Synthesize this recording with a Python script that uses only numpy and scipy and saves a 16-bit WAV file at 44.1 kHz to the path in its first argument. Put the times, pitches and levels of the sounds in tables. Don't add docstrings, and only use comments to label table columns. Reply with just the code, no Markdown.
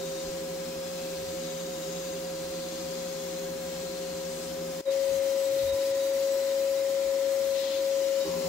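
import sys
import numpy as np
from scipy import signal
from scipy.fft import rfft, irfft
from scipy.io import wavfile
from scipy.ndimage import uniform_filter1d

SR = 44100
rng = np.random.default_rng(int(sys.argv[2]) if len(sys.argv) > 2 else 0)


def log_audio(samples):
    frames = np.atleast_2d(samples).T
    limited = np.clip(frames, -1, 1)
    pcm = np.round(limited * 32767).astype(np.int16)
    wavfile.write(sys.argv[1], SR, pcm)


N = 373968
T = np.arange(N) / SR
HZ = np.fft.rfftfreq(N, 1 / SR)
LULL_START_S, PASS_CHANGE_S, LULL_END_S = 4.808, 4.835, 4.88
HISS_LULL_DB, HUM_LULL_DB, RUMBLE_LULL_DB = -11.5, -22, -15

# frequency in Hz, left-right likeness from 0 to 1.
COHERENCE = [(60, 0.92), (130, 0.89), (290, 0.9), (430, 0.71), (700, 0.054), (1400, 0.054), (3000, 0.28),
             (15000, 0.26)]
# time in seconds, relative jet level in dB, relative grit level in dB.
STREAM = [(0, -46.5, -57.5), (1.4, -46, -55), (2.2, -46.5, -56), (3.2, -46, -54.9), (4.15, -46, -55.5),
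          (4.42, -44.5, -54), (4.58, -47.5, -56.5), (4.8, -47, -54.8), (4.95, -44, -51.5),
          (5.1, -45, -49.5), (6.3, -45.5, -49), (6.6, -44.5, -51), (7.45, -45, -50.5), (7.68, -45.5, -52),
          (7.95, -45, -51), (8.48, -44.5, -51)]
# frequency in Hz, relative spectral density in dB.
JET_COLOUR = [
    [(500, -14), (1100, -29), (1800, -16), (2800, -7), (4000, -3.5), (5200, -4), (6100, -6.5), (7000, -4.5),
     (7800, -5.5), (8600, -12), (10000, -29), (16000, -55)],
    [(500, -12.5), (1100, -13.5), (1550, -15.5), (2200, -9.5), (2600, -8), (4100, -1.5), (5200, -3.5),
     (6100, -7.5), (7000, -4), (7800, -10.5), (8600, -12.5), (10000, -56), (16000, -64)],
]
# frequency in Hz, width in Hz, gain in dB.
CABINET_MODES = [
    [(1612, 30, 15), (2190, 68, 10), (2870, 25, 6.5), (3380, 31, 5.5), (4100, 60, 5.5), (5390, 120, 2.5),
     (6470, 130, 3.5), (7870, 68, -3)],
    [(1340, 75, 11.5), (2070, 40, 8), (2960, 46, 5), (4030, 110, 1.5), (5270, 64, 5), (6440, 56, 8.5),
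     (7800, 220, 3.5)],
]
# frequency in Hz, multiplier of the jet's left-right level difference.
JET_SIDE = [(1000, 0), (2000, 0.5), (3500, 0.68), (5500, 1.37), (7600, 1.14), (8400, 0.33)]
# frequency in Hz, relative spectral density in dB.
GRIT_COLOUR = [(2000, -42), (7000, 1.5), (9000, -2.5), (10800, -3), (12500, 0.5), (14000, -0.5), (15500, 2),
               (17000, -3)]
# time in seconds, frequency in Hz.
FAN_PITCH = [(5.53, 544.4), (5.6, 546.7), (7.4, 545.5)]
# time in seconds, left level over right in dB.
HUM_SIDE = [(0.0, -1.5), (0.54, 0.5), (2.76, -2.0), (2.83, 3), (4.75, 2.5), (5.05, 11.5), (5.86, 4.5),
            (7.56, 10), (7.63, 4.5), (8.22, 11), (8.27, -2), (8.31, 9), (8.48, 5.0)]
# time in seconds, change in dB, half length in seconds.
HUM_SWELLS = [(2.74, -1.5, 0.065), (4.42, -2.5, 0.065), (4.89, 3.5, 0.013), (6.45, -1, .06),
              (7.68, -2.5, 0.095), (8.255, -3.5, 0.018)]
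# start and end in seconds, drive in dB, fan sag in Hz, hum drop in dB,
# level of the airy ring in dB.
COMPRESSOR_RUNS = [(-.1, 4.83, -41.7, 7.9, 10.2, -66), (8.235, 8.6, -39, 5.8, 5.5, -50.5)]
# frequency in Hz, width in Hz, relative level in dB.
PIPE_MODES = [(76, 22, -13), (164, 17, -8), (245.7, 8, -0.5), (326.4, 24.5, -2.5), (395.6, 18.2, 1.5),
              (486, 48, -16), (726.5, 16, -5.5), (796, 59, -19.5)]
# frequency in Hz, relative spectral density in dB.
RUMBLE_COLOUR = [
    [(10, -14), (30, -11), (60, -14.5), (105, -16), (200, -7), (275, -1.5), (380, -11), (450, -9),
     (580, -5), (680, -6.5), (870, -13.5), (1200, -11), (2000, -11.5), (5000, -21)],
    [(10, -30), (30, -20), (60, -8), (105, -15.5), (200, -3.5), (300, 2), (380, -1.5), (450, -2.5),
     (580, 3.5), (680, -8.5), (900, -3.5), (1200, -8), (2000, -4.5), (5000, -25.5)],
]
# frequency in Hz, width in Hz, gain in dB.
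RUMBLE_MODES = [
    [(944, 65, 7), (1017, 43, 7), (1280, 110, 4), (1550, 61, -1.5), (1612, 28, 7.5)],
    [(300, 8.6, 6.5), (376, 22, 8.5), (738, 44, 6), (820, 79, 0.5), (1004, 27, 9.5), (1550, 180, -3.5)],
]
RUMBLE_DB = [-47.5, -45]
# start and length in seconds, pitch in Hz, level in dB.
HOLLOWS = [(-.1, .36, 3760, -56), (.95, 2.3, 4680, -59.5), (1.3, .95, 3780, -58), (1.25, 1.05, 6500, -56),
           (2.5, 1.2, 6490, -58), (5.09, .11, 6650, -54), (5.36, .15, 7750, -53), (5.96, .1, 6640, -54),
           (6.28, .22, 7770, -54.5), (7.55, .22, 5150, -54), (7.95, .4, 2920, -57)]
# start and length in seconds, centre in Hz, level in dB.
BUMPS = [(.21, .18, 58, -51), (1.19, .16, 80, -53), (5.06, .16, 90, -53), (5.07, .14, 175, -55),
         (5.46, .22, 125, -58), (5.6, .19, 80, -46), (5.86, .14, 110, -57), (7.01, .12, 70, -57)]
# start and length in seconds, centre and nominal width in Hz, level in dB.
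RUSHES = [(4.28, .22, 7900, 2200, -53), (4.9, .05, 4500, 2600, -51), (5.58, .15, 3800, 1700, -55),
          (5.78, .18, 4200, 2200, -54), (7.53, .28, 3800, 2200, -45.5)]
# start and length in seconds, level in dB before the lull lowers it.
WHISTLES = [(4.849, 0.078, -49), (5.56, .09, -53), (5.653, 0.097, -50.5), (5.77, 0.087, -51.5),
            (5.86, 0.33, -54), (6.42, 0.15, -53), (6.76, .06, -58), (8.18, 0.097, -51)]
# time in seconds, drop of the fizz in dB, half length in seconds.
STUTTERS = [(4.99, 4, .01), (5.21, 6, .013), (5.35, 5.5, .013), (5.5, 5, .011), (5.718, 7.5, .015),
            (5.933, 6, .012), (6.12, 5.5, .012), (6.3, 3.5, .01)]


def gain_of(db):
    return 10 ** (np.asarray(db) / 20)


def unit_rms(x):
    return x / np.sqrt(np.mean(x ** 2) + 1e-20)


def spectrum(points):
    hz, value = np.transpose(points)
    return np.interp(np.log(HZ + 1), np.log(hz + 1), value)


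def follow(rows):
    times, *columns = np.transpose(rows)
    return [np.interp(T, times, column) for column in columns]


def bell(centre, width):
    return 1 / (1 + ((HZ - centre) / (.78 * width)) ** 2)


def resonant_gain(colour, modes):
    return gain_of(spectrum(colour) + sum(db * bell(hz, width) for hz, width, db in modes))


def waver(rate_hz):
    return unit_rms(irfft(rfft(rng.standard_normal(N)) * bell(0, rate_hz), N))


def air(echo_share=.55, echo_spread_hz=70):
    left, other = rfft(rng.standard_normal((2, N)))
    same = spectrum(COHERENCE)
    knots = np.arange(0, SR / 2 + echo_spread_hz, echo_spread_hz)
    phase = np.interp(HZ, knots, np.cumsum(rng.uniform(-np.pi, np.pi, len(knots))))
    reflected = echo_share * np.minimum(HZ / 1000, 1) ** 2
    other = reflected * left * np.exp(1j * phase) + np.sqrt(1 - reflected ** 2) * other
    return np.array([left, same * left + np.sqrt(1 - same ** 2) * other])


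def coloured(spectra, gain):
    x = irfft(spectra * gain, N)
    return x / x.mean(0).std()


def panned(db):
    ratio = gain_of(db)
    return 2 * np.array([ratio, np.ones_like(ratio)]) / (1 + ratio)


def gate(start, end, attack, release):
    return np.clip(np.minimum((T - start) / attack, (end - T) / release), 0, 1)


def swell(start, length, edge=.28):
    return np.sin(np.pi / 2 * gate(start, start + length, length * edge, length * edge)) ** 2


def blips(rows):
    return sum(db * np.exp(-((T - time) / half) ** 2) for time, db, half in rows)


def spectral_ripple(x, depth_db, flare_db, hold_frames=26):
    frames = signal.stft(x, nperseg=2048)[2]
    narrow, wide = rng.standard_normal((2, *frames.shape))
    narrow = narrow + .35 * narrow[::-1]
    narrow = uniform_filter1d(uniform_filter1d(narrow, size=2, axis=1), size=hold_frames, axis=2)
    narrow = uniform_filter1d(narrow, size=5, axis=2)
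    wide = uniform_filter1d(uniform_filter1d(wide, size=9, axis=1), size=5, axis=2)
    field_db = depth_db * unit_rms(narrow) + flare_db * unit_rms(wide)
    rippled = signal.istft(frames * gain_of(field_db), nperseg=2048)[1][:, :N]
    return rippled * x.std() / rippled.std()


def jet(trim_db=-.2, side_db=6, flutter_db=.62, feed_share=.36):
    noise, flow_db = air(), follow(STREAM)[0]
    sides = panned(side_db * spectrum(JET_SIDE))
    passes = [coloured(noise, sides * resonant_gain(colour, modes))
              for colour, modes in zip(JET_COLOUR, CABINET_MODES)]
    hiss = spectral_ripple(np.where(T < PASS_CHANGE_S, *passes), depth_db=3.2, flare_db=1)
    return hiss * gain_of(trim_db + flow_db + flutter_db * waver(5.3) + feed_share * feed_stutter())


def grit(trim_db=2.5, flutter_db=.6):
    flow_db = follow(STREAM)[1]
    fizz = coloured(air(), gain_of(spectrum(GRIT_COLOUR)))
    fizz = spectral_ripple(fizz, depth_db=3.7, flare_db=1.5)
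    return fizz * gain_of(trim_db + flow_db + flutter_db * waver(14) + feed_stutter())


def compressor_state(switch_s=.02):
    return sum(np.outer([1, gain_of(db), sag_hz, drop_db, gain_of(ring_db)],
                        gate(start, end, switch_s, switch_s))
               for start, end, db, sag_hz, drop_db, ring_db in COMPRESSOR_RUNS)


def fan_hum(level_db=-27.5, calm_shake=.024, load_shake=.034, drift_db=.3):
    on, _, sag_hz, drop_db, _ = compressor_state()
    hz = follow(FAN_PITCH)[0] - sag_hz + .2 * waver(1)
    db = level_db - drop_db + blips(HUM_SWELLS) + drift_db * waver(1.8)
    phase = 2 * np.pi * np.cumsum(hz) / SR
    lag = (.19 + .85 * on) * np.array([[0], [1]])
    shake = (calm_shake + load_shake * on) * (waver(30) + 1j * waver(30))
    tone = np.sqrt(2) * ((1 + shake) * np.exp(1j * (phase - lag))).real
    interference = np.cos(lag[1] / 2)
    return tone * panned(follow(HUM_SIDE)[0]) * gain_of(db) / interference


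def compressor(stroke_hz=11.7, boom_hz=173, wander_hz=3.39, boom_db=-6, pipes_db=-2.5, ring_hz=1020):
    _, drive, _, _, ring_gain = compressor_state()
    strokes = np.cumsum(stroke_hz + .4 * waver(3)) / SR
    throb = 1 + .4 * np.cos(2 * np.pi * strokes) + .07 * waver(10)
    cycles = np.cumsum(boom_hz + wander_hz * waver(13.2)) / SR
    boom = unit_rms(throb * np.sin(2 * np.pi * cycles)) * gain_of(boom_db) * panned([-4])
    noise = air()
    pipe_power = sum((gain_of(db) * bell(hz, width)) ** 2 for hz, width, db in PIPE_MODES)
    pipes = coloured(noise, np.sqrt(pipe_power)) * gain_of(pipes_db) * panned([1])
    ring = coloured(noise, bell(ring_hz, width=175) ** 2)
    return (boom + pipes) * drive + ring * ring_gain


def box_rumble():
    swirl = air()
    passes = [coloured(swirl, resonant_gain(colour, modes)) * gain_of(db)
              for colour, modes, db in zip(RUMBLE_COLOUR, RUMBLE_MODES, RUMBLE_DB)]
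    return np.where(T < PASS_CHANGE_S, *passes)


def hollows(noise, sharpness=75, side_db=6):
    song = sum(coloured(noise, bell(hz, hz / sharpness) ** 2) * swell(start, length, edge=.19)
               * gain_of(db) for start, length, hz, db in HOLLOWS)
    return song * panned([side_db])


def bumps(width_hz=30):
    noise = air()
    return sum(coloured(noise, bell(hz, width_hz)) * swell(start, length) * gain_of(db)
               for start, length, hz, db in BUMPS)


def rushes(noise, side_db=8.5):
    rush = sum(coloured(noise, bell(hz, width) ** 2) * swell(start, length, edge=.14) * gain_of(db)
               for start, length, hz, width, db in RUSHES)
    return rush * panned([side_db])


def lull(depth_db):
    return 1 - (1 - gain_of(depth_db)) * gate(LULL_START_S, LULL_END_S, attack=.008, release=.03)


def hiss_return(return_s=4.902, rise_s=.015, held_db=-7.5):
    held_low = gate(LULL_START_S, return_s + rise_s, rise_s, rise_s)
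    return np.minimum(lull(HISS_LULL_DB), gain_of(held_db * held_low))


def whistles(pitch_hz=3820, width_hz=32, side_db=-10):
    blow = sum(swell(start, length) * gain_of(db) for start, length, db in WHISTLES)
    return coloured(air(), bell(pitch_hz, width_hz)) * blow * panned([side_db])


def feed_stutter():
    return -blips(STUTTERS)


def scene():
    stream = (jet() + grit()) * hiss_return()
    edge_tones = whistles()
    jet_noise = air()
    shell = (hollows(jet_noise) + rushes(jet_noise) + edge_tones) * lull(HISS_LULL_DB)
    hum = fan_hum() * lull(HUM_LULL_DB)
    rumble = (compressor() + box_rumble() + bumps()) * lull(RUMBLE_LULL_DB)
    return stream + shell + hum + rumble


def record(dry, cutoff_hz=15750):
    lowpass = signal.firwin(801, cutoff_hz, window=("kaiser", 9), fs=SR)
    return signal.oaconvolve(dry, lowpass[None], "same")


dry = scene()
out = record(dry)
log_audio(out)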